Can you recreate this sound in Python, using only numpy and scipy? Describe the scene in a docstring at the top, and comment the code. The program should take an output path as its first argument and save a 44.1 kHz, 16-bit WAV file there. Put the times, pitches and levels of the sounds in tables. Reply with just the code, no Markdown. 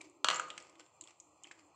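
"""In an echoing kitchen, a hand stirs wet batter in a metal bowl, close by.
Over a faint room noise and a thin sizzle, a soft hollow note comes and goes with the stirring.
The batter crackles as it is squeezed and gives small pops and ticks.
Loudest are the fingers, which knock on the bowl a few times in quick succession; the metal shivers
and rings, but the batter damps the ring. Two light knocks on the bowl follow."""
import sys
import numpy as np
from scipy import signal
from scipy.fft import rfft, irfft, next_fast_len
from scipy.io import wavfile
from scipy.ndimage import map_coordinates

SR = 44100
rng = np.random.default_rng(int(sys.argv[2]) if len(sys.argv) > 2 else 0)


def file_out(sig):
    """Save sig as 16-bit WAV at sys.argv[1]."""
    # one column per channel
    cols = np.atleast_2d(sig).T
    # limit, then scale
    lim = np.clip(cols, -1, 1)
    pcm = np.round(lim * 32767).astype(np.int16)
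    wavfile.write(sys.argv[1], SR, pcm)


N = 77175  # 1.75 seconds

# A spectrum says how strong the low and high frequencies are, compared with each other.
# the room noise (frequency [Hz], level [dB])
ROOM_NOISE_SPECTRUM = [(25, -33), (45, -25), (70, -3), (120, -0.5), (200, -7), (320, -13.5), (480, -0.5),
                       (850, 1), (1150, 1.5), (1350, -7), (1550, -28), (1750, -32), (1950, -11.5),
                       (2100, -26), (2400, -5.5), (3100, -19.5), (3500, -18), (3850, -47), (4150, -9.5),
                       (4450, -24), (4800, -18), (5700, -26.5), (6400, -11.5), (6800, -24), (7400, -13.5),
                       (8800, -33.5), (10500, -42.5), (15000, -42)]
# the thin, high sizzle (frequency [Hz], level [dB])
SIZZLE_SPECTRUM = [(5500, -49), (6800, -29), (7200, 1), (7500, -2.5), (7800, -16.5), (8200, -8.5),
                   (9000, -37)]
# how long the kitchen echoes (frequency [Hz], time to fade by 60 dB [s])
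KITCHEN_FADE_TIMES = [(150, 1), (500, 1), (1200, 0.61), (3000, 0.5), (7000, 0.41), (12000, 0.17)]
# the hollow note of the stirring (frequency [Hz], level [dB])
HOLLOW_SPECTRUM = [(150, -82), (250, -26), (300, -7), (335, -6), (390, -16.5), (520, -36), (1000, -61)]
# how that note swells and sinks (time [s], level [dB])
HOLLOW_LEVELS = [(0.0, -63.5), (0.068, -60.5), (0.126, -67.5), (0.286, -60), (0.384, -65.5), (0.828, -66),
                 (0.964, -105), (1.028, -64.5), (1.154, -85.5), (1.246, -73.5), (1.432, -77.5),
                 (1.476, -61.5), (1.534, -76), (1.554, -66), (1.7, -72), (1.75, -90.5)]
# strokes that squeeze the batter (time of the peak [s], level [dB], half length [s])
SQUEEZES = [(0.015, -55.5, 0.0062), (0.054, -64.5, 0.015), (0.344, -45.5, .022), (0.587, -66, 0.089),
            (0.801, -58, 0.008), (1.09, -65, 0.019), (1.466, -65.5, 0.0185), (1.594, -67, .012)]
# one tiny wet crackle (frequency [Hz], level [dB])
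CRACKLE_SPECTRUM = [(100, -22), (500, 2), (1200, 2.5), (1700, -12), (2000, 2.5), (2600, 1.5), (3300, -6),
                    (3850, -14), (4300, -4), (5300, -5.5), (6200, -7), (6750, -8.5), (7400, 5), (8600, -19),
                    (10000, -16.5), (14000, -31.5)]
# small pops and ticks in the batter, and two light knocks on the bowl at 0.5029 and 0.5785 s
# (time [s], level [dB], pitch [Hz], rise time [s], snap compared with the tone [dB])
POPS_AND_LIGHT_KNOCKS = [(0.0085, -47, 2343, 0.0016, -9), (0.0139, -38, 7400, 0.00017, -6),
                         (.0540, -63, 6400, 0.00052, -18), (0.098, -54.5, 7600, 0.00025, -15),
                         (0.344, -31, 6830, 0.00054, -18), (0.3592, -36, 6940, 0.0004, 1),
                         (0.365, -38.5, 7380, 0.0016, -9), (0.3971, -25, 1330, 0.00069, -8.5),
                         (0.485, -49, 7200, 0.00023, -7), (0.5029, -32, 3130, 0.00027, -11.5),
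                         (0.5084, -41, 3150, 0.00012, -15), (0.5785, -32.5, 2450, .00018, -3),
                         (0.5776, -46, 6960, 0.00042, -22), (0.602, -47, 5170, 0.00013, -5),
                         (0.625, -47, 7430, 0.00044, -18), (0.6968, -51, 7700, 0.00018, -4),
                         (.7550, -55, 2330, 0.00018, -2.5), (0.797, -56.5, 1512, 0.0019, -0.5),
                         (0.8086, -51, 3110, .0003, -9), (0.8633, -54, 3100, 0.00012, -11),
                         (1.0108, -33.5, 7250, 0.0003, -13), (1.0103, -57, 3220, 0.00025, -14),
                         (1.0215, -50, 4200, 0.00014, -10), (1.0386, -46, 7550, 0.00036, -4),
                         (1.074, -47.5, 3110, 0.00033, -3), (1.0966, -63, 2300, .0006, -14),
                         (1.107, -52.5, 2680, 0.00019, -1), (1.2008, -39.5, 6830, 0.00025, -18.5),
                         (1.4358, -38.5, 7180, 0.00019, -24), (1.443, -45.5, 3130, 0.00092, -17.5),
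                         (1.4520, -48, 2360, 0.00039, -17), (1.4743, -54.5, 2500, 0.00041, -8),
                         (1.5122, -38.5, 1880, 0.00028, -16), (1.5161, -45, 2530, 0.00018, -3.5),
                         (1.513, -48.5, 7440, 0.0004, -8), (1.521, -54, 2950, 0.00025, -3)]
# the snap that starts each pop, tick or light knock (frequency [Hz], level [dB])
SNAP_SPECTRUM = [(100, -42), (400, -16), (900, -7.5), (3000, 15), (5000, 9.5), (7500, 18.5), (10000, -8.5),
                 (11500, -27.5), (15000, -41)]
# a finger meeting the bowl (frequency [Hz], level [dB])
CONTACT_SPECTRUM = [(40, -46.5), (150, -32), (350, -17.5), (600, -3), (1250, -0.5), (2100, -4.5), (3100, 8),
                    (4200, 3), (5400, -8.5), (7300, -4.5), (9000, -16.5), (12000, -38), (15500, -36)]
# the dense, quickly damped shiver of the bowl's wall (frequency [Hz], level [dB])
WALL_SPECTRUM = [(40, -42), (110, -30), (175, -10), (240, -23), (550, -5), (800, -5), (1250, 6),
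                 (1800, -3.5), (2050, 1), (2900, -3.5), (3900, -8), (4300, 1), (4650, -9), (5500, -8),
                 (5950, -3), (6500, -8), (7350, -1.5), (7900, -11), (8600, -18), (12000, -36), (15500, -47)]
# the tones the bowl rings with (frequency [Hz], level [dB], time to fade by 60 dB [s])
BOWL_TONES = [(511, -16, .9), (631, -11, .6), (969, -6, .55), (1089, -7, .5), (1165, -3, .5), (1231, 0, .7),
              (1258, -5, .45), (1305, -4, .4), (1337, 1, .38), (1481, -7, .35), (1674, -2, .3),
              (1990, -10, .35), (2530, -6, .28), (2831, -3, .29), (2853, -4, .29), (3028, -4, .37),
              (3291, -3, .29), (4375, -5, .3)]
# fingers knocking on the bowl
# (time [s], level [dB], treble cutoff [Hz], shiver and ring [dB], pitch the struck spot leaves out [Hz])
FINGER_KNOCKS = [(.2449, -3.5, 9400, 3.5, 2080), (.2864, 0, 6060, -1.5, 5400),
                 (.3020, -6.5, 8000, -0.5, 5460), (.3105, -12, 4500, 4, 5500),
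                 (.3158, -21, 3000, -1.5, 5440), (.3980, -22.5, 2500, -6, 3700)]

WALL_DELAY_S = 0.0008  # the bowl's wall answers this much later
FINGER_ECHO_DB, SMALL_SOUND_ECHO_DB = -7, -10  # how strongly the kitchen answers


def amp(db):
    """Turn decibels into a number to multiply by."""
    return 10 ** (np.asarray(db) / 20)


def unit(x):
    """Scale a signal to an average strength (rms) of 1."""
    return x / np.sqrt(np.mean(x ** 2) + 1e-20)


def value_at(table, hz):
    """Read between the rows of a table, on a logarithmic frequency scale."""
    frequencies, values = np.transpose(table)
    return np.interp(np.log(hz + 1), np.log(frequencies + 1), values)


def click(spectrum, size=4096):
    """A click of energy 1 with the given spectrum."""
    gains = amp(value_at(spectrum, np.fft.rfftfreq(size, 1 / SR)))
    cepstrum = irfft(np.log(gains))
    # folding the second half onto the first packs the sound at the start
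    cepstrum[1:size // 2] *= 2
    cepstrum[size // 2 + 1:] = 0
    pulse = irfft(np.exp(rfft(cepstrum)))
    return pulse / np.linalg.norm(pulse)


def through(x, response):
    """Let every sample of x set off a copy of the response (convolution)."""
    return signal.fftconvolve(x, response)[:N]


def noise(spectrum):
    """Steady noise of strength 1 with the given spectrum."""
    gains = amp(value_at(spectrum, np.fft.rfftfreq(N, 1 / SR)))
    return unit(irfft(rfft(rng.standard_normal(N)) * gains, N))


def fade(t, fade_s):
    """A curve that falls by 60 dB every fade_s seconds."""
    return np.exp(-np.log(1000) * t / fade_s)


def wobble(per_s):
    """A smooth curve through per_s random points a second."""
    return map_coordinates(rng.standard_normal(400), [np.arange(N) * per_s / SR], mode="mirror")


def add(out, start_s, x):
    """Mix x into out, beginning at start_s."""
    first = max(0, round(start_s * SR))
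    out[first:first + len(x)] += x[:N - first]


def background():
    """Faint room noise wavers slowly, and a thin sizzle flickers on top."""
    air = amp(-70.5 + 1.8 * wobble(per_s=9)) * noise(ROOM_NOISE_SPECTRUM)
    sizzle = amp(-79.5 + 4.5 * wobble(per_s=22)) * noise(SIZZLE_SPECTRUM)
    return air + sizzle


def kitchen_echo(rise_s=0.0017):
    """The kitchen's echoes blur into a tail of noise whose treble dies first."""
    hz, t, bands = signal.stft(rng.standard_normal(SR), SR, nperseg=256)
    fade_s = value_at(KITCHEN_FADE_TIMES, hz)[:, None]
    tail = signal.istft(bands * fade(t, fade_s), SR)[1]
    tail *= 1 - np.exp(-np.arange(len(tail)) / SR / rise_s)
    return tail / np.linalg.norm(tail)


def bowl_echo(fade_s, size=4096):
    """Sound bounces around the bowl in a short, dense burst of echoes."""
    t = np.arange(size) / SR
    burst = rng.standard_normal(size)
    for _ in range(2):
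        spectrum = rfft(burst * fade(t, fade_s))
        burst = irfft(spectrum / (abs(spectrum) + 1e-9))  # make all frequencies equally strong
    burst *= fade(t, 2 * fade_s)
    return burst / np.linalg.norm(burst)


def hollow_note(gain_db=-1.5):
    """A soft, low band of noise comes and goes with the stirring."""
    times, levels = np.transpose(HOLLOW_LEVELS)
    level_db = np.interp(np.arange(N) / SR, times, levels)
    return amp(gain_db + level_db) * noise(HOLLOW_SPECTRUM)


def batter_crackle(crackles_per_s=700, stir_db=-91.5):
    """Tiny wet crackles go on all the time and swell with each squeeze."""
    t = np.arange(N) / SR
    swells = sum(amp(db) * np.exp(-0.5 * ((t - peak_s) / half_s) ** 2) for peak_s, db, half_s in SQUEEZES)
    sizes_db = np.minimum(2.5 * rng.exponential(size=N), 15)  # many small, a few big
    signs = rng.choice([-1, 1], N)
    happens = rng.random(N) < crackles_per_s / SR
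    steady = unit(through(amp(sizes_db) * signs * happens, click(CRACKLE_SPECTRUM)))
    crackle = (amp(stir_db) + swells) * steady
    return crackle + amp(SMALL_SOUND_ECHO_DB) * through(crackle, kitchen_echo())


def pops_and_light_knocks(snap_s=0.00077, bowl_echo_db=-2):
    """Pops and ticks in the batter and two light knocks on the bowl: each a snap and a tone, echoed."""
    out, t = np.zeros(N), np.arange(SR // 20) / SR
    snap_click = click(SNAP_SPECTRUM)
    for start_s, db, hz, rise_s, snap_db in POPS_AND_LIGHT_KNOCKS:
        burst = rng.standard_normal(len(t)) * np.exp(-t / snap_s)
        snap = through(burst, snap_click)[:len(t)]
        swell = t / rise_s * np.exp(1 - t / rise_s)
        tone = swell * np.sin(2 * np.pi * hz * t)
        sound = amp(db) * (tone + amp(snap_db) * snap)
        add(out, start_s, sound)
        add(out, start_s + WALL_DELAY_S, amp(bowl_echo_db) * through(sound, bowl_echo(fade_s=0.052)))
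        add(out, start_s, amp(SMALL_SOUND_ECHO_DB) * through(sound, kitchen_echo()))
    return out


def bowl_ring():
    """The struck metal rings with many tones, each dying away at its own speed."""
    t = np.arange(SR) / SR
    return sum(amp(db) * fade(t, fade_s) * np.sin(2 * np.pi * (hz * t + rng.random()))
               for hz, db, fade_s in BOWL_TONES)


def finger_knocks(shiver_db=-1.5, ring_db=-39.5, gap_width_hz=530):
    """Each knock is a sharp contact, a shiver of the wall and a faint ring; the soft ones are duller."""
    out = np.zeros(N)
    contact, wall = click(CONTACT_SPECTRUM), click(WALL_SPECTRUM)
    for start_s, db, cutoff_hz, metal_db, gap_hz in FINGER_KNOCKS:
        knock = np.zeros(N)
        add(knock, 0, contact)
        add(knock, 0, amp(metal_db + ring_db) * bowl_ring())
        shiver = through(bowl_echo(fade_s=0.031), wall)
        add(knock, WALL_DELAY_S, amp(metal_db + shiver_db) * shiver)
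        add(knock, 0, amp(FINGER_ECHO_DB) * through(kitchen_echo(), wall))
        # cut out the pitch that the struck spot does not set ringing
        knock = signal.lfilter(*signal.iirnotch(gap_hz, gap_hz / gap_width_hz, SR), knock)
        smoothing = np.exp(-2 * np.pi * cutoff_hz / SR)  # more smoothing, less treble
        knock = signal.lfilter([1 - smoothing], [1, -smoothing], knock)
        add(out, start_s, amp(db) * knock)
    return out


def scene(muffle_hz=9780):
    """Mix everything into one channel; the batter takes the edge off the small sounds."""
    knocks = finger_knocks()
    muffle = signal.butter(4, muffle_hz, fs=SR, output="sos")
    small_sounds = signal.sosfilt(muffle, pops_and_light_knocks() + batter_crackle())
    return (knocks + small_sounds + hollow_note() + background())[None]


def record(dry, low_cut_hz=65, top_hz=15800):
    """Turn down the deep bass and remove the very highest treble."""
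    bass_cut = signal.butter(4, low_cut_hz, "high", fs=SR, output="sos")
    sound = signal.sosfilt(bass_cut, dry)
    padded_size = next_fast_len(N + SR // 2)
    below_top = np.fft.rfftfreq(padded_size, 1 / SR) < top_hz
    return irfft(rfft(sound, padded_size) * below_top, padded_size)[..., :N]


dry = scene()
out = record(dry)
file_out(out)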